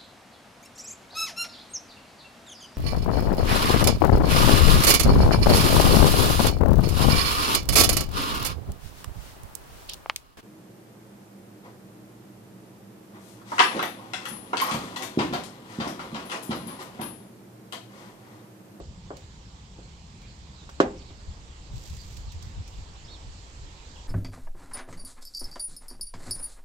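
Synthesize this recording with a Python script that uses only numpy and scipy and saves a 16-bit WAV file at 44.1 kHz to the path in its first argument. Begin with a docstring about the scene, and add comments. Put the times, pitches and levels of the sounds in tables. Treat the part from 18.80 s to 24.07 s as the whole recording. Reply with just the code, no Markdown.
"""A few soft knocks, then a sharp, hollow one from the right, ring round a garden at a butchering table.
Each blow excites the modes of a hollow body and a contact crack; hard surfaces and the garden echo it.
Close by, handling makes tiny ticks and a shirt brushes past, its fibres catching and letting go.
Small birds twitter far off, wind eddies rumble faintly on the microphone, and leaves hiss softly."""
import sys
import numpy as np
from scipy import signal
from scipy.fft import rfft, irfft
from scipy.io import wavfile
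from scipy.ndimage import uniform_filter1d

SR = 44100
rng = np.random.default_rng(int(sys.argv[2]) if len(sys.argv) > 2 else 0)


def bounce(signal):
    """Save signal as a 16-bit WAV file at the path given by the first command-line argument."""
    frames = np.transpose(np.atleast_2d(signal))
    limited = np.clip(frames, -1, 1)
    pcm = np.round(limited * 32767).astype(np.int16)
    wavfile.write(sys.argv[1], SR, pcm)


N = 232583
TIME_S = np.arange(N) / SR

# likeness of diffuse sound at the two microphone ports: freq_hz, correlation (clipped to +-1 in use)
PORT_CORRELATION = [(50, 3.5), (130, 1.24), (290, 0.95), (640, 0.38), (1400, -0.4), (3000, 0.22),
                    (15000, 0)]
# port colour: freq_hz, left_minus_right_db
PORT_BALANCE = [(60, -0.5), (200, 1), (380, -1.5), (700, 2), (1300, -1.5), (2400, -4), (4400, -8.5),
                (8100, -7.5), (11000, 10.5), (15000, 8)]
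# open-air hiss: freq_hz, density_db
AIR_SPECTRUM = [(60, -11), (280, -2), (480, -4), (650, -6.5), (900, -2.5), (1400, -9.5), (2000, -10.5),
                (3200, -10), (4600, -10.5), (6200, -14.5), (7400, -11.5), (8400, -22), (10000, -41.5),
                (14000, -44)]
# wind on the microphone: freq_hz, density_db
WIND_SPECTRUM = [(10, -6.5), (25, -4), (45, 3), (70, 2.5), (110, -7.5), (180, -12), (260, -28), (500, -39),
                 (1500, -110)]
# steady breeze: time_s, level_db, tilt_db_per_octave
BREEZE_CURVE = [(0, -43, 5), (.3, -47, 6), (1.6, -47, 5), (2.2, -45, 2), (2.75, -46, .5),
                (3.1, -42.5, -0.5), (3.8, -43.5, 0.5), (4.2, -45, -1), (5.27, -45.5, -1)]
# puffs on the breeze: peak_s, length_s, level_db, eddy_hz
WIND_PUFFS = [(2.492, 0.048, -36, 58), (2.951, 0.093, -35, 65), (3.132, 0.094, -37.5, 57.3),
              (3.392, 0.045, -38.5, 48.4), (3.48, 0.036, -35.5, 59), (3.564, 0.062, -37, 48),
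              (3.67, 0.12, -41, 60.5), (3.795, .07, -34, 75.6), (3.988, 0.066, -38, 39.6),
              (4.112, 0.041, -40.5, 50), (4.49, 0.066, -38.5, 45), (4.847, 0.063, -40, 54.6)]
# bird notes: start_s, length_s, pitch_hz, glide_octaves, level_db, rasp_fraction
BIRD_CHIRPS = [(.61, .064, 5150, -.2, -71, 0.05), (1.418, 0.058, 2356, 0.0064, -63, .06),
               (1.468, .058, 4400, -.2, -59.5, 0.042), (1.739, 0.12, 3860, -0.48, -63.5, .055),
               (2.162, 0.079, 4500, -1, -60, .09), (2.251, 0.059, 4200, -.55, -60.5, .1),
               (3.176, 0.072, 4630, -.1, -54, 0.038), (3.463, .063, 4250, -.3, -58.5, 0.078),
               (4.241, 0.035, 5100, .2, -56, 0.027), (5.147, .031, 3050, -.65, -57.5, .01),
               (5.176, .028, 3170, -0.285, -58.5, .02)]
# rubbing cloth: freq_hz, density_db
CLOTH_SPECTRUM = [(1000, 7), (4000, 9.5), (7500, 8.5), (10000, -9), (13000, -4), (16000, -8.5)]
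# shirt strokes: start_s, length_s, level_db
SHIRT_STROKES = [(2.913, 0.455, -53), (3.02, 0.082, -52), (3.6, .05, -59), (3.85, 0.14, -64),
                 (5.12, .06, -66)]
# handling tick: freq_hz, density_db
TICK_SPECTRUM = [(500, 11), (2000, 16), (4000, 16.5), (7500, 13), (10000, -0.5), (13000, -1.5), (16000, 0)]
# handling ticks: start_s, level_db, highpass_hz
HANDLING_TICKS = [(0.368, -39.5, 3000), (1.4163, -50, 800), (1.894, -43, 300), (2.9582, -49, 6000),
                  (3.055, -42, 5000), (3.1664, -41, 5000), (3.3683, -35.5, 7000), (3.5193, -38.5, 7000),
                  (3.6243, -38, 5000), (3.8763, -40, 6000)]
# garden echo: freq_hz, density_db
ECHO_SPECTRUM = [(60, -49), (140, -10), (255, -3.5), (370, -0.5), (520, -1.5), (650, -4.5), (1150, -10.5),
                 (1900, -18.5), (3000, -25), (7000, -29.5), (10000, -47), (16000, -48)]
# garden echo decay: freq_hz, t60_s
ECHO_DECAY = [(150, 0.66), (450, 0.3), (1000, 0.29), (2000, 0.27), (5000, 0.12), (12000, 0.21)]
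# reflections off hard surfaces: delay_s, gain_db
WALL_REFLECTIONS = [(.0033, -10.5), (.0073, -44), (0.0136, -21), (0.0597, -28)]
# contact crack and its nearby scatter: freq_hz, density_db
CRACK_SPECTRUM = [(200, -19), (900, -8), (1600, 13.5), (2100, -8), (3300, -3), (5000, -7), (7400, -8.5),
                  (8500, -22), (10000, -29), (16000, -27)]
# modes of the hollow body: freq_hz, level_db, t60_s
BODY_MODES = [(179.4, -12.5, 0.12), (299, -24.5, 0.12), (336, -10, 0.066), (397, -7.5, 0.072),
              (400.9, -28.5, 0.5), (514.5, -25, 0.33), (528, -27, 0.38), (572, -15.5, 0.066),
              (693, -11.5, 0.035), (796, -25, 0.28), (877, -23, 0.041), (986, -12, 0.017),
              (1102, -11, 0.034), (1230, -37, 0.068), (1360, -18.5, 0.094), (1816, -32, 0.12)]
# blows: start_s, strength_db, highpass_hz, lowpass_hz, echo_send_db
BLOWS = [(0.001, -25.5, 393, 690, 1), (0.3052, -25, 380, 1340, 8.5), (0.984, -40.5, 346, 800, 14),
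         (1.8918, -29.5, 810, 3500, -12), (2.0021, -2, 148, 8500, 1), (2.306, -40.5, 110, 3000, -3)]


def gain_of(db):
    return 10 ** (np.asarray(db) / 20)


def unit_rms(x):
    return x / np.sqrt(np.mean(x ** 2) + 1e-20)


def curve_at(points, hz):
    """Interpolate a table on a log-frequency axis."""
    points_hz, values = np.transpose(points)
    return np.interp(np.log(hz + 1), np.log(points_hz + 1), values)


def add(mix, start_s, sound):
    part = mix[:, max(round(start_s * SR), 0):][:, :sound.shape[-1]]
    part += sound[..., :part.shape[1]]


def cut(x, hz, kind, order=2):
    """Causal low-pass or high-pass."""
    return signal.sosfilt(signal.butter(order, min(hz, SR / 2 - 1), kind, fs=SR, output="sos"), x)


def diffuse(spectrum, size):
    """Noise from all sides: the ports share the bass, while their treble is nearly unrelated."""
    hz = np.fft.rfftfreq(size, 1 / SR)
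    left, unrelated = rfft(rng.standard_normal((2, size)))
    correlation = np.clip(curve_at(PORT_CORRELATION, hz), -1, 1)
    right = correlation * left + np.sqrt(1 - correlation ** 2) * unrelated
    return unit_rms(irfft(np.array([left, right]) * gain_of(curve_at(spectrum, hz)), size))


def air(start_db=-55.5, rise_db_per_s=0.82, patch_db=1.46):
    """Leaves and far surroundings: a slowly swelling wash, patchy in pitch and time."""
    frames = signal.stft(diffuse(AIR_SPECTRUM, N), SR, nperseg=512)[2]
    patches = uniform_filter1d(rng.standard_normal(frames.shape[1:]), size=7, axis=0)
    patches = unit_rms(uniform_filter1d(patches, size=10, axis=1))
    wash = signal.istft(frames * gain_of(patch_db * patches), SR, nperseg=512)[1][:, :N]
    return gain_of(start_db + rise_db_per_s * TIME_S) * wash


def wind(pivot_hz=60, flutter_db=1.5, puff_octaves=0.83, buffet_db=-5, strong_db=-36):
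    """Low eddies ride the breeze, puffs add short rumbles, strong wind buffets the ports in antiphase."""
    times_s, breeze_db, tilt_db_per_octave = np.transpose(BREEZE_CURVE)
    breeze = gain_of(np.interp(TIME_S, times_s, breeze_db))
    hz, frame_s, frames = signal.stft(diffuse(WIND_SPECTRUM, N), SR, nperseg=4096)
    octaves = np.log2(np.clip(hz, 20, 200) / pivot_hz)[:, None]
    tilt = gain_of(octaves * np.interp(frame_s, times_s, tilt_db_per_octave))
    eddies = signal.istft(frames * tilt, SR, nperseg=4096)[1][:, :N]
    eddy_rms = np.sqrt(uniform_filter1d((eddies ** 2).mean(0), size=4000))
    flutter = unit_rms(uniform_filter1d(uniform_filter1d(rng.standard_normal(N), size=2000), size=1000))
    out = gain_of(flutter_db * flutter) * breeze * eddies / eddy_rms
    power = breeze ** 2
    hz = np.fft.rfftfreq(SR, 1 / SR) + 1
    for peak_s, length_s, level_db, eddy_hz in WIND_PUFFS:
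        swell = np.exp(-(2 * (np.arange(SR) / SR - .5) / length_s) ** 2)
        band = np.exp(-(np.log2(hz / eddy_hz) / puff_octaves) ** 2 / 2) / np.sqrt(hz)
        puff = swell * irfft(rfft(rng.standard_normal(SR)) * band)
        add(out, peak_s - .5, gain_of(level_db) * puff * np.linalg.norm(swell) / np.linalg.norm(puff))
        power += (gain_of(level_db) * np.exp(-(2 * (TIME_S - peak_s) / length_s) ** 2)) ** 2
    force = np.sqrt(power)
    buffet_gain = gain_of(buffet_db) * force * np.minimum(force / gain_of(strong_db), 1)
    buffet = buffet_gain * diffuse(WIND_SPECTRUM, N)[0]
    return out + np.array([buffet, -buffet])


def whistle(length_s, mid_hz, glide_octaves, rasp_fraction, arch_octaves=0):
    """One bird note: a sine whose pitch glides, arches and trembles."""
    position = np.linspace(-1, 1, max(int(length_s * SR), 2))
    tremble = unit_rms(uniform_filter1d(rng.standard_normal(SR), size=80))[:len(position)]
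    bend_octaves = glide_octaves * position / 2 - arch_octaves * position ** 2
    pitch_hz = mid_hz * 2 ** bend_octaves * (1 + rasp_fraction * tremble)
    tone = np.sin(2 * np.pi * np.cumsum(pitch_hz) / SR)
    return unit_rms(tone * signal.windows.tukey(len(tone), .5))


def bird_call(start_s=4.267, top_hz=3880, upper_ratio=1.14, lower_db=-55.5, upper_db=-56.5):
    """A nearer bird: two voices arch together."""
    return [(start_s, level_db, whistle(.11, hz, 0, rasp_fraction=0.014, arch_octaves=0.51))
            for hz, level_db in [(top_hz, lower_db), (top_hz * upper_ratio, upper_db)]]


def twitter(rate_per_s=2.5, length_s=0.067, centre_hz=4460, spread_octaves=.45, level_db=-71.5):
    """Faint notes, random in timing, pitch and glide."""
    notes = []
    for slot, (jitter, height, glide) in enumerate(rng.uniform(-1, 1, (int(rate_per_s * N / SR), 3))):
        pitch_hz = centre_hz * 2 ** (spread_octaves * height)
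        sound = whistle(length_s, pitch_hz, spread_octaves * glide, rasp_fraction=0.049)
        notes.append(((slot + (1 + jitter) / 2) / rate_per_s, level_db, sound))
    return notes


def birds(direct_db=-1, wet_db=-32, wet_t60_s=0.21):
    """Far chirps, one call and twitter, blurred by trees and walls."""
    chirps = [(start_s, level_db, whistle(length_s, pitch_hz, glide_octaves, rasp_fraction))
              for start_s, length_s, pitch_hz, glide_octaves, level_db, rasp_fraction in BIRD_CHIRPS]
    song, echo_send = np.zeros((2, 1, N))
    for start_s, level_db, sound in chirps + bird_call() + twitter():
        add(song, start_s, gain_of(level_db) * sound)
        add(echo_send, start_s, gain_of(level_db / 2) * sound)  # distance costs the echo half the dB
    t = np.arange(SR // 3) / SR
    tail = rng.standard_normal((2, len(t))) * gain_of(-60 * t / wet_t60_s)
    blur = signal.fftconvolve(echo_send, tail / np.linalg.norm(tail[0]), axes=1)[:, :N]
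    return gain_of(direct_db) * song + gain_of(wet_db) * blur


def shirt(rise_s=0.044, settle_t60_s=0.38, rest_db=-77, grain_db=2.5, trim_db=-1, highpass_hz=4000):
    """Fibres catch and let go: uneven hiss under each stroke, a trace in between."""
    power = gain_of(rest_db) ** 2
    for start_s, length_s, level_db in SHIRT_STROKES:
        grip = np.clip((TIME_S - start_s) / rise_s, 0, 1)
        settling_s = np.maximum(TIME_S - start_s - length_s, 0)
        power = power + (grip * gain_of(level_db - 60 * settling_s / settle_t60_s)) ** 2
    catches = unit_rms(uniform_filter1d(rng.standard_normal(N), size=120))
    hiss = cut(diffuse(CLOTH_SPECTRUM, N), highpass_hz, "high", order=1)
    return np.sqrt(power) * gain_of(trim_db + grain_db * catches) * hiss


def ticks(rise_s=0.0013, snap_t60_s=0.029, tail_db=-17, tail_t60_s=0.39):
    """Handling: tiny bright snaps with short fizzing tails."""
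    out, t = np.zeros((2, N)), np.arange(SR // 4) / SR
    decay = gain_of(-60 * t / snap_t60_s) + gain_of(tail_db - 60 * t / tail_t60_s)
    envelope = (1 - np.exp(-t / rise_s)) * decay
    for start_s, level_db, highpass_hz in HANDLING_TICKS:
        fizz = cut(diffuse(TICK_SPECTRUM, len(t)), highpass_hz, "high", order=1)
        add(out, start_s, gain_of(level_db) * envelope * fizz)
    return out


def garden_echo(t, trim_db=-19.5, build_s=0.0013):
    """Dense reflections that build quickly and die sooner in the treble."""
    hz, frame_s, frames = signal.stft(diffuse(ECHO_SPECTRUM, len(t)), SR, nperseg=512)
    decay = gain_of(-60 * frame_s / curve_at(ECHO_DECAY, hz)[:, None])
    tail = signal.istft(frames * decay, SR, nperseg=512)[1][:, :len(t)]
    return gain_of(trim_db) * tail * (1 - np.exp(-t / build_s))


def knocks(radiation_hz=205, left_lag_s=0.00024,
           crack_db=-22, crack_t60_s=0.052, scatter_db=-26, scatter_t60_s=0.13):
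    """Each blow rings the hollow body with a brief crack; the ring reaches the right port first."""
    out, t = np.zeros((2, N)), np.arange(SR // 2) / SR
    ring = sum(gain_of(db - 60 * t / t60_s) * np.sin(2 * np.pi * hz * t) for hz, db, t60_s in BODY_MODES)
    ring = -cut(ring, radiation_hz, "high", order=3)  # a small body radiates little bass
    ring_at_ports = np.array([np.interp(t - left_lag_s, t, ring), ring])
    for start_s, strength_db, highpass_hz, lowpass_hz, echo_send_db in BLOWS:
        crack = diffuse(CRACK_SPECTRUM, len(t)) * gain_of(crack_db - 60 * t / crack_t60_s)
        scatter = diffuse(CRACK_SPECTRUM, len(t)) * gain_of(scatter_db - 60 * t / scatter_t60_s)
        direct = ring_at_ports + crack
        knock = direct + scatter + gain_of(echo_send_db) * garden_echo(t)
        for delay_s, gain_db in WALL_REFLECTIONS:
            add(knock, delay_s, gain_of(gain_db) * direct)
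        knock = cut(knock, highpass_hz, "high")  # light blows lack bass
        knock = cut(knock, lowpass_hz, "low")  # soft blows lack treble
        add(out, start_s, gain_of(strength_db) * knock)
    return out


def scene():
    return knocks() + ticks() + shirt() + birds() + wind() + air()


def record(dry, band_limit_hz=15900):
    """Port colour, clipping at full scale, band limit."""
    balance_db = curve_at(PORT_BALANCE, np.fft.rfftfreq(2 * N, 1 / SR))
    port_gains = gain_of(np.array([balance_db, -balance_db]) / 2)
    heard = irfft(rfft(dry, 2 * N) * port_gains)[:, :N]
    lowpass = signal.firwin(511, band_limit_hz, window=("kaiser", 9), fs=SR)
    return signal.oaconvolve(np.clip(heard, -1, 1), lowpass[None], "same")


dry = scene()
out = record(dry)
bounce(out)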